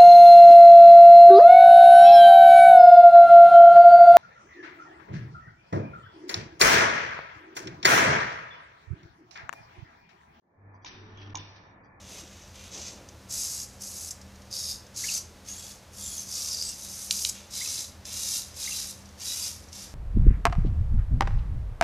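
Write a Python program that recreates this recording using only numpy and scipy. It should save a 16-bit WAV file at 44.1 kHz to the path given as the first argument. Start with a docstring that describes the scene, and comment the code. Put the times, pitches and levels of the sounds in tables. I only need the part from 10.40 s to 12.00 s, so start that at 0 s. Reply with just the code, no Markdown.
"""Workshop noise fades in and a solenoid hums: a batter depositor doses one portion in a bakery.
A valve knocks open with a puff of air, each impact exciting damped modes of its body and metal parts.
The pump drones and batter hisses through the hose; then the valve clacks shut, and the steel hopper
and the hard-walled room ring out over the steady noise of other machines."""
import sys
import numpy as np
from scipy import signal
from scipy.fft import rfft, irfft
from scipy.io import wavfile
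from scipy.ndimage import uniform_filter1d

SR = 44100
rng = np.random.default_rng(int(sys.argv[2]) if len(sys.argv) > 2 else 0)


def materialize(psi):
    """Save the field psi as 16-bit PCM at rate SR to the path in sys.argv[1].

    A 1-D psi becomes a single channel; in a 2-D psi each row is a channel.
    """
    bounded = np.clip(np.atleast_2d(psi).T, -1, 1)
    quanta = np.round(bounded * 32767).astype(np.int16)
    wavfile.write(sys.argv[1], SR, quanta)


N = 70560

# Metal contacts of the valve. Each row: start in seconds, level in dB, left minus right in dB,
# treble tilt in dB per octave.
CONTACTS = [(0.4469, -35, 4, -5.5), (0.4652, -46.5, -0.5, -5), (0.479, -44.5, -0.5, 0),
            (0.773, -49.5, 10, -8.5), (0.9453, -48.5, -1.5, 1.5), (0.9536, -22, -1.5, 0),
            (0.9638, -44.5, -8, 4.5), (0.9711, -36, 9, 10)]
# Spectrum of air puffs and contact cracks. Each row: frequency in Hz, relative density in dB.
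AIR_SPECTRUM = [(600, -10), (1500, 0), (2400, 2), (3500, 3), (4200, -0.5), (5000, 2), (6000, 3.5),
                (6500, -1.5)]
# Spectrum of the machine's rumble. Each row: frequency in Hz, relative density in dB.
RUMBLE_SPECTRUM = [(30, 2), (60, -2), (130, -2), (330, -1), (520, -13), (900, -7), (1800, -7), (3000, -31)]
RUMBLE_TOP_HZ, HISS_TOP_HZ, CUTOFF_HZ = 2440, 6090, 6870
BUILD_UP_S = 0.0047   # rise of the room's tail and of the hopper's ring


def from_db(db):
    """Amplitude grows tenfold for every 20 dB."""
    return 10 ** (np.asarray(db) / 20)


def rms_one(x):
    """Normalisation to unit mean power."""
    return x / np.sqrt(np.mean(x ** 2) + 1e-20)


def seconds():
    """Uniform sampling: the time of every sample."""
    return np.arange(N) / SR


def level(rows):
    """Gain interpolated in decibels. Each row: time in seconds, level in dB."""
    return from_db(np.interp(seconds(), *np.transpose(rows)))


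def at_hz(points, hz):
    """Interpolation of a table on a logarithmic frequency axis."""
    f, value = np.transpose(points)
    return np.interp(np.log(hz), np.log(f), value)


def swell(start, stop, attack, t60):
    """Linear attack, hold, then exponential decay of 60 dB in t60 seconds."""
    t = seconds()
    return np.clip((t - start) / attack, 0, 1) * from_db(-60 * np.maximum(t - stop, 0) / t60)


def panned(pan_db):
    """A level difference between left and right places a source."""
    return from_db(np.array([[.5], [-.5]]) * pan_db)


def drift(rate_hz):
    """Low-passed Gaussian noise: a slow random fluctuation of rms 1."""
    hz = np.fft.rfftfreq(N, 1 / SR)
    return rms_one(irfft(rfft(rng.standard_normal(N)) / (1 + (hz / rate_hz) ** 2), N))


def noise(colour, top_hz):
    """A diffuse field: coloured, partly correlated stereo noise of rms 1 with a steep upper edge."""
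    # Likeness of the two sides. Each row: frequency in Hz, correlation coefficient.
    coherence = [(40, .85), (100, 1), (200, 0.93), (400, 0.75), (800, 0.26), (1500, -0.17), (3000, -0.051),
                 (6000, 0.81)]
    hz = np.fft.rfftfreq(N, 1 / SR) + 1
    mid, side = rfft(rng.standard_normal((2, N)))
    alike = np.clip(at_hz(coherence, hz), -1, 1)
    edge = 1 / np.sqrt(1 + (hz / top_hz) ** 60)
    both = np.sqrt(1 + alike) * mid + np.sqrt(1 - alike) * side * [[1], [-1]]
    return rms_one(irfft(both * edge * from_db(at_hz(colour, hz)), N))


def wavering(hz, depth, spread):
    """Random modulation of a tone's amplitude and phase; spread scatters the sides' phases in radians."""
    phase = 2 * np.pi * (hz * seconds() + rng.random()) + spread * rng.standard_normal((2, 1))
    in_phase = (1 + depth * drift(7.9)) * np.sin(phase)
    quadrature = depth * drift(31) * np.cos(phase)
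    return np.sqrt(2 / (1 + 2 * depth ** 2)) * (in_phase + quadrature)


def lowpass(x, hz):
    """Zero-phase filtering keeps the part of a sound below a frequency."""
    return signal.sosfiltfilt(signal.butter(2, hz, fs=SR, output="sos"), x)


def ring(x, hz, t60):
    """A two-pole resonator: its impulse response is a damped sine of height 1."""
    r, w = np.exp(-np.log(1000) / (t60 * SR)), 2 * np.pi * hz / SR
    return signal.lfilter([0, np.sin(w)], [1, -2 * r * np.cos(w), r * r], x + 1e-18)


def strike(start, modes, rise, tilt_db=0):
    """Modal superposition: damped sines build up over the contact time, tilted about their mean pitch."""
    t = np.maximum(seconds() - start, 0)
    centre = np.mean([m[0] for m in modes])
    contact = np.sin(np.pi / 2 * np.minimum(t / rise, 1)) ** 2
    return contact * sum(from_db(db + tilt_db * np.log2(hz / centre) - 60 * t / t60)
                         * np.sin(2 * np.pi * hz * t) for hz, db, t60 in modes)


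def room(x, delay_s=0.024, t60=0.77):
    """Reverberation: convolution with a decaying diffuse tail stands for the walls' reflections."""
    # Spectrum of the tail. Each row: frequency in Hz, relative density in dB.
    spectrum = [(100, -1.5), (1000, -2.5), (2000, -0.5), (2400, 3.5), (3200, -1.5), (3600, 0), (4200, -1.5),
                (5300, -4.5), (6000, -0.5), (6400, -15)]
    tail = noise(spectrum, HISS_TOP_HZ) * swell(delay_s, delay_s, BUILD_UP_S, t60)
    energy = np.mean(np.sum(tail ** 2, axis=1))
    tail = tail * np.sqrt(2 * HISS_TOP_HZ / SR / energy)   # about unit power gain within its band
    return signal.fftconvolve(x, tail, axes=1)[:, :N]


def workshop():
    """Broadband noise and faint whines of other machines superpose and fade in, thin and dull at first."""
    # Spectrum of the background. Each row: frequency in Hz, relative density in dB.
    spectrum = [(25, -11.5), (70, 1), (101, 1.5), (134, -2.5), (190, -1.5), (300, -4), (440, -6.5),
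                (540, -7), (870, -5), (1160, -6.5), (1500, -11), (1750, -7.5), (2050, -12.5), (2400, -12.5)]
    # Machine whines. Each row: frequency in Hz, level in dB relative to the noise.
    whines = [(786, -20.5), (860, -21), (922, -17.5), (1140, -22), (1738, -19)]
    # Envelope of the background. Each row: time in seconds, level in dB.
    envelope = [(0.012, -105), (0.025, -71.5), (0.105, -64.5), (0.2, -60.5), (0.3, -55.5), (0.6, -60),
                (1.15, -54), (1.6, -56)]
    x = noise(spectrum, RUMBLE_TOP_HZ)
    x = x + sum(from_db(db) * wavering(hz, depth=0.95, spread=.8) for hz, db in whines)
    bass, low = lowpass(x, hz=129), lowpass(x, hz=870)
    bass_full_s, upper_full_s = .165, 0.4
    upper_gain = from_db(-13 * np.maximum(1 - seconds() / upper_full_s, 0))
    bass_gain = from_db(-16 * np.clip((bass_full_s - seconds()) / .03, 0, 1))
    return (bass_gain * bass + (low - bass) + upper_gain * (x - low)) * level(envelope)


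def solenoid_hum(hum_hz=99.34):
    """Magnetic force pulses at twice the mains frequency, so the solenoid hums and shakes the casing."""
    # Envelope of the hum. Each row: time in seconds, level in dB.
    envelope = [(0.0, -100), (0.16, -84), (0.195, -59.5), (0.265, -51), (0.35, -54.5), (0.43, -61),
                (0.51, -71), (0.605, -49), (0.65, -51), (0.69, -55.5), (0.735, -50.5), (0.92, -44),
                (1.0, -47.5), (1.08, -54.5), (1.15, -58), (1.22, -66), (1.6, -76.5)]
    phase = 2 * np.pi * hum_hz * seconds() + 0.031 * np.array([[-1], [1]])
    tone = np.sqrt(2) * (np.sin(phase) + from_db(-19) * np.sin(3 * phase))
    shake = from_db(-17) * noise(RUMBLE_SPECTRUM, RUMBLE_TOP_HZ)
    return level(envelope) * (tone + shake)


def fitting_ticks():
    """Loose fittings tick faintly: noise bursts with a soft onset and exponential decay."""
    # Ticks. Each row: start in seconds, level in dB.
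    ticks = [(0.333, -69), (0.415, -68), (1.432, -69)]
    # Spectrum of the fittings. Each row: frequency in Hz, relative density in dB.
    spectrum = [(2800, -22), (3300, -1), (3900, -21), (4700, 3), (5000, -2), (5400, -6.5), (5900, 1)]
    envelope = sum(from_db(db) * swell(s, s, attack=.02, t60=0.33) for s, db in ticks)
    return noise(spectrum, HISS_TOP_HZ) * envelope


def valve_knocks(left_lag_s=0.00026):
    """Impact excitation: the plunger hits the valve body and rebounds; the frame thuds on closing."""
    # Blows. Each row: start in seconds, level in dB, left minus right in dB, contact time in seconds.
    blows = [(0.343, -45.5, -2.5, 0.0018), (0.355, -52.5, -4.5, .002), (0.4446, -36.5, -2, .0028),
             (0.9462, -29, -3.5, 0.0015), (0.9597, -30, -7.5, 0.0028), (0.9745, -38, 4.5, 0.0014)]
    # Modes of valve body and frame. Each row: frequency in Hz, level in dB, 60 dB decay time in seconds.
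    body_modes = [(807, -15, 0.06), (920, -3.5, 0.052), (994, -2, 0.061), (1155, -22.5, 0.046)]
    frame_modes = [(48, -47.5, 0.052), (156, -41, 0.092)]
    dry = 0
    for s, db, pan, rise in blows:
        modes = np.array([strike(s + lag, body_modes, rise) for lag in (left_lag_s, 0)])
        dry = dry + from_db(db) * panned(pan) * modes
    thud = strike(start=0.99, modes=frame_modes, rise=0.0068)
    return dry + from_db(-9.5) * room(dry) + thud


def pump(rumble_on_s=0.467, off_s=1, attack_s=0.017, t60=0.45):
    """Forced vibration: the running pump's wavering tones enter one by one over a low rumble."""
    # Tones of the pump. Each row: frequency in Hz, level in dB, start in seconds.
    partials = [(217.6, -63.5, 0.64), (300.1, -64, 0.434), (366.4, -64.5, 0.442), (431.5, -62.5, .57),
                (1785, -68, 0.46)]
    tones = sum(from_db(db) * wavering(hz, depth=0.53, spread=0.4) * swell(s, off_s, attack_s, t60)
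                for hz, db, s in partials)
    rumble = from_db(-55) * noise(RUMBLE_SPECTRUM, RUMBLE_TOP_HZ)
    return tones + rumble * swell(rumble_on_s, off_s, attack_s, t60)


def valve_clacks(rise_s=0.00079, right_lag_s=.000012):
    """A brief contact has a broad spectrum: metal on metal gives a crack and excites bright modes."""
    # Modes of the metal. Each row: frequency in Hz, relative level in dB, 60 dB decay time in seconds.
    metal_modes = [(2365, -13, 0.027), (2795, -11, 0.018), (3510, -10.5, 0.015), (3720, -7.5, 0.014),
                   (4220, -14, 0.014), (4465, -27.5, 0.026), (5554, -8.5, 0.026), (5870, -10, 0.035),
                   (6430, -6.5, 0.023), (6606, -9.5, 0.032)]
    crack = from_db(-12) * noise(AIR_SPECTRUM, CUTOFF_HZ)
    dry = 0
    for s, db, pan, tilt in CONTACTS:
        modes = np.array([strike(s + lag, metal_modes, rise_s, tilt) for lag in (0, right_lag_s)])
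        dry = dry + from_db(db) * panned(pan) * (modes + crack * swell(s, s, rise_s, t60=.014))
    return dry + from_db(-10) * room(dry)


def hopper_ring():
    """Lightly damped steel panels ring on and beat unevenly; the contacts' energies add."""
    # Modes of the hopper. Each row: frequency in Hz, level in dB relative to the contact.
    panel_modes = [(2293, -40), (2573, -35.5), (2923, -36.5), (3553, -34.5), (3700, -40.5), (4457, -32.5),
                   (5098, -47), (5297, -40), (5486, -41), (6002, -42.5)]
    energy = sum((from_db(db) * swell(s, s, BUILD_UP_S, t60=0.72)) ** 2 for s, db, _, _ in CONTACTS)
    return np.sqrt(energy) * sum(from_db(db) * wavering(hz, depth=1, spread=2.1) for hz, db in panel_modes)


def air_puffs(flutter_db=2.0):
    """Turbulent jet noise: short puffs of air leave the valve as it switches."""
    # Puffs. Each row: start in seconds, hold in seconds, level in dB.
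    puffs = [(0.452, .034, -46.5), (0.963, 0.041, -50), (1.156, 0.028, -60.5)]
    envelope = sum(from_db(db) * swell(s, s + hold, attack=0.007, t60=0.094) for s, hold, db in puffs)
    dry = noise(AIR_SPECTRUM, HISS_TOP_HZ) * envelope * from_db(flutter_db * drift(90))
    return dry + from_db(-3.5) * room(dry)


def batter_flow(flutter_db=2.0):
    """Flow noise: the dose hisses through the hose, and a narrow resonance whistles at the nozzle."""
    # Spectrum of the hiss. Each row: frequency in Hz, relative density in dB.
    spectrum = [(800, -3), (1900, -2.5), (2500, 5), (3300, 5), (4000, -3), (5000, -4), (6000, -1.5),
                (6500, -12.5)]
    # Envelope of the hiss. Each row: time in seconds, level in dB.
    envelope = [(0.5, -95), (0.6, -78), (0.71, -65), (0.765, -64.5), (0.78, -61), (0.825, -52),
                (0.86, -56.5), (0.935, -62.5), (0.96, -89.5)]
    hiss = noise(spectrum, HISS_TOP_HZ)
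    whistle = from_db(-59.5) * rms_one(ring(hiss, hz=3326, t60=0.066))
    whistle = whistle * swell(start=.753, stop=0.825, attack=.025, t60=0.25)
    return hiss * level(envelope) * from_db(flutter_db * drift(60)) + whistle


def suppress(x, size=512, slope=5.1, depth_db=-16.5):
    """Spectral gating: each narrow band is turned down while its power lies under a threshold."""
    # Threshold of the gate. Each row: frequency in Hz, level in dB per bin.
    threshold = [(1500, -125), (2200, -100), (3000, -94.5), (6000, -90), (6600, -81)]
    hz, _, spectra = signal.stft(x, SR, nperseg=size)
    power = np.mean(abs(spectra) ** 2, axis=0)
    power = uniform_filter1d(uniform_filter1d(power, size=3, axis=0), size=3, axis=1)
    over = (power / from_db(at_hz(threshold, hz[:, None] + 1)) ** 2) ** slope
    gain = np.maximum(over / (1 + over), from_db(depth_db))
    return signal.istft(spectra * gain, SR, nperseg=size)[1][:, :N]


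def scene():
    """Linear superposition: the sound pressures of the machine and its workshop add."""
    impacts = valve_knocks() + valve_clacks() + hopper_ring() + fitting_ticks()
    return impacts + air_puffs() + batter_flow() + solenoid_hum() + pump() + workshop()


def record(dry):
    """Gating and band limiting: weak treble is lowered, the level dips, hiss is added, the top is cut."""
    dip_s, dip_half_s, dip_db = .9398, 0.0034, -33   # just before the valve shuts
    dip = from_db(dip_db * np.exp(-((seconds() - dip_s) / dip_half_s) ** 4))
    x = suppress(dry) * dip + from_db(-94) * rng.standard_normal((2, N))
    return signal.sosfilt(signal.ellip(7, .3, 50, CUTOFF_HZ, fs=SR, output="sos"), x)


dry = scene()
out = record(dry)
materialize(out)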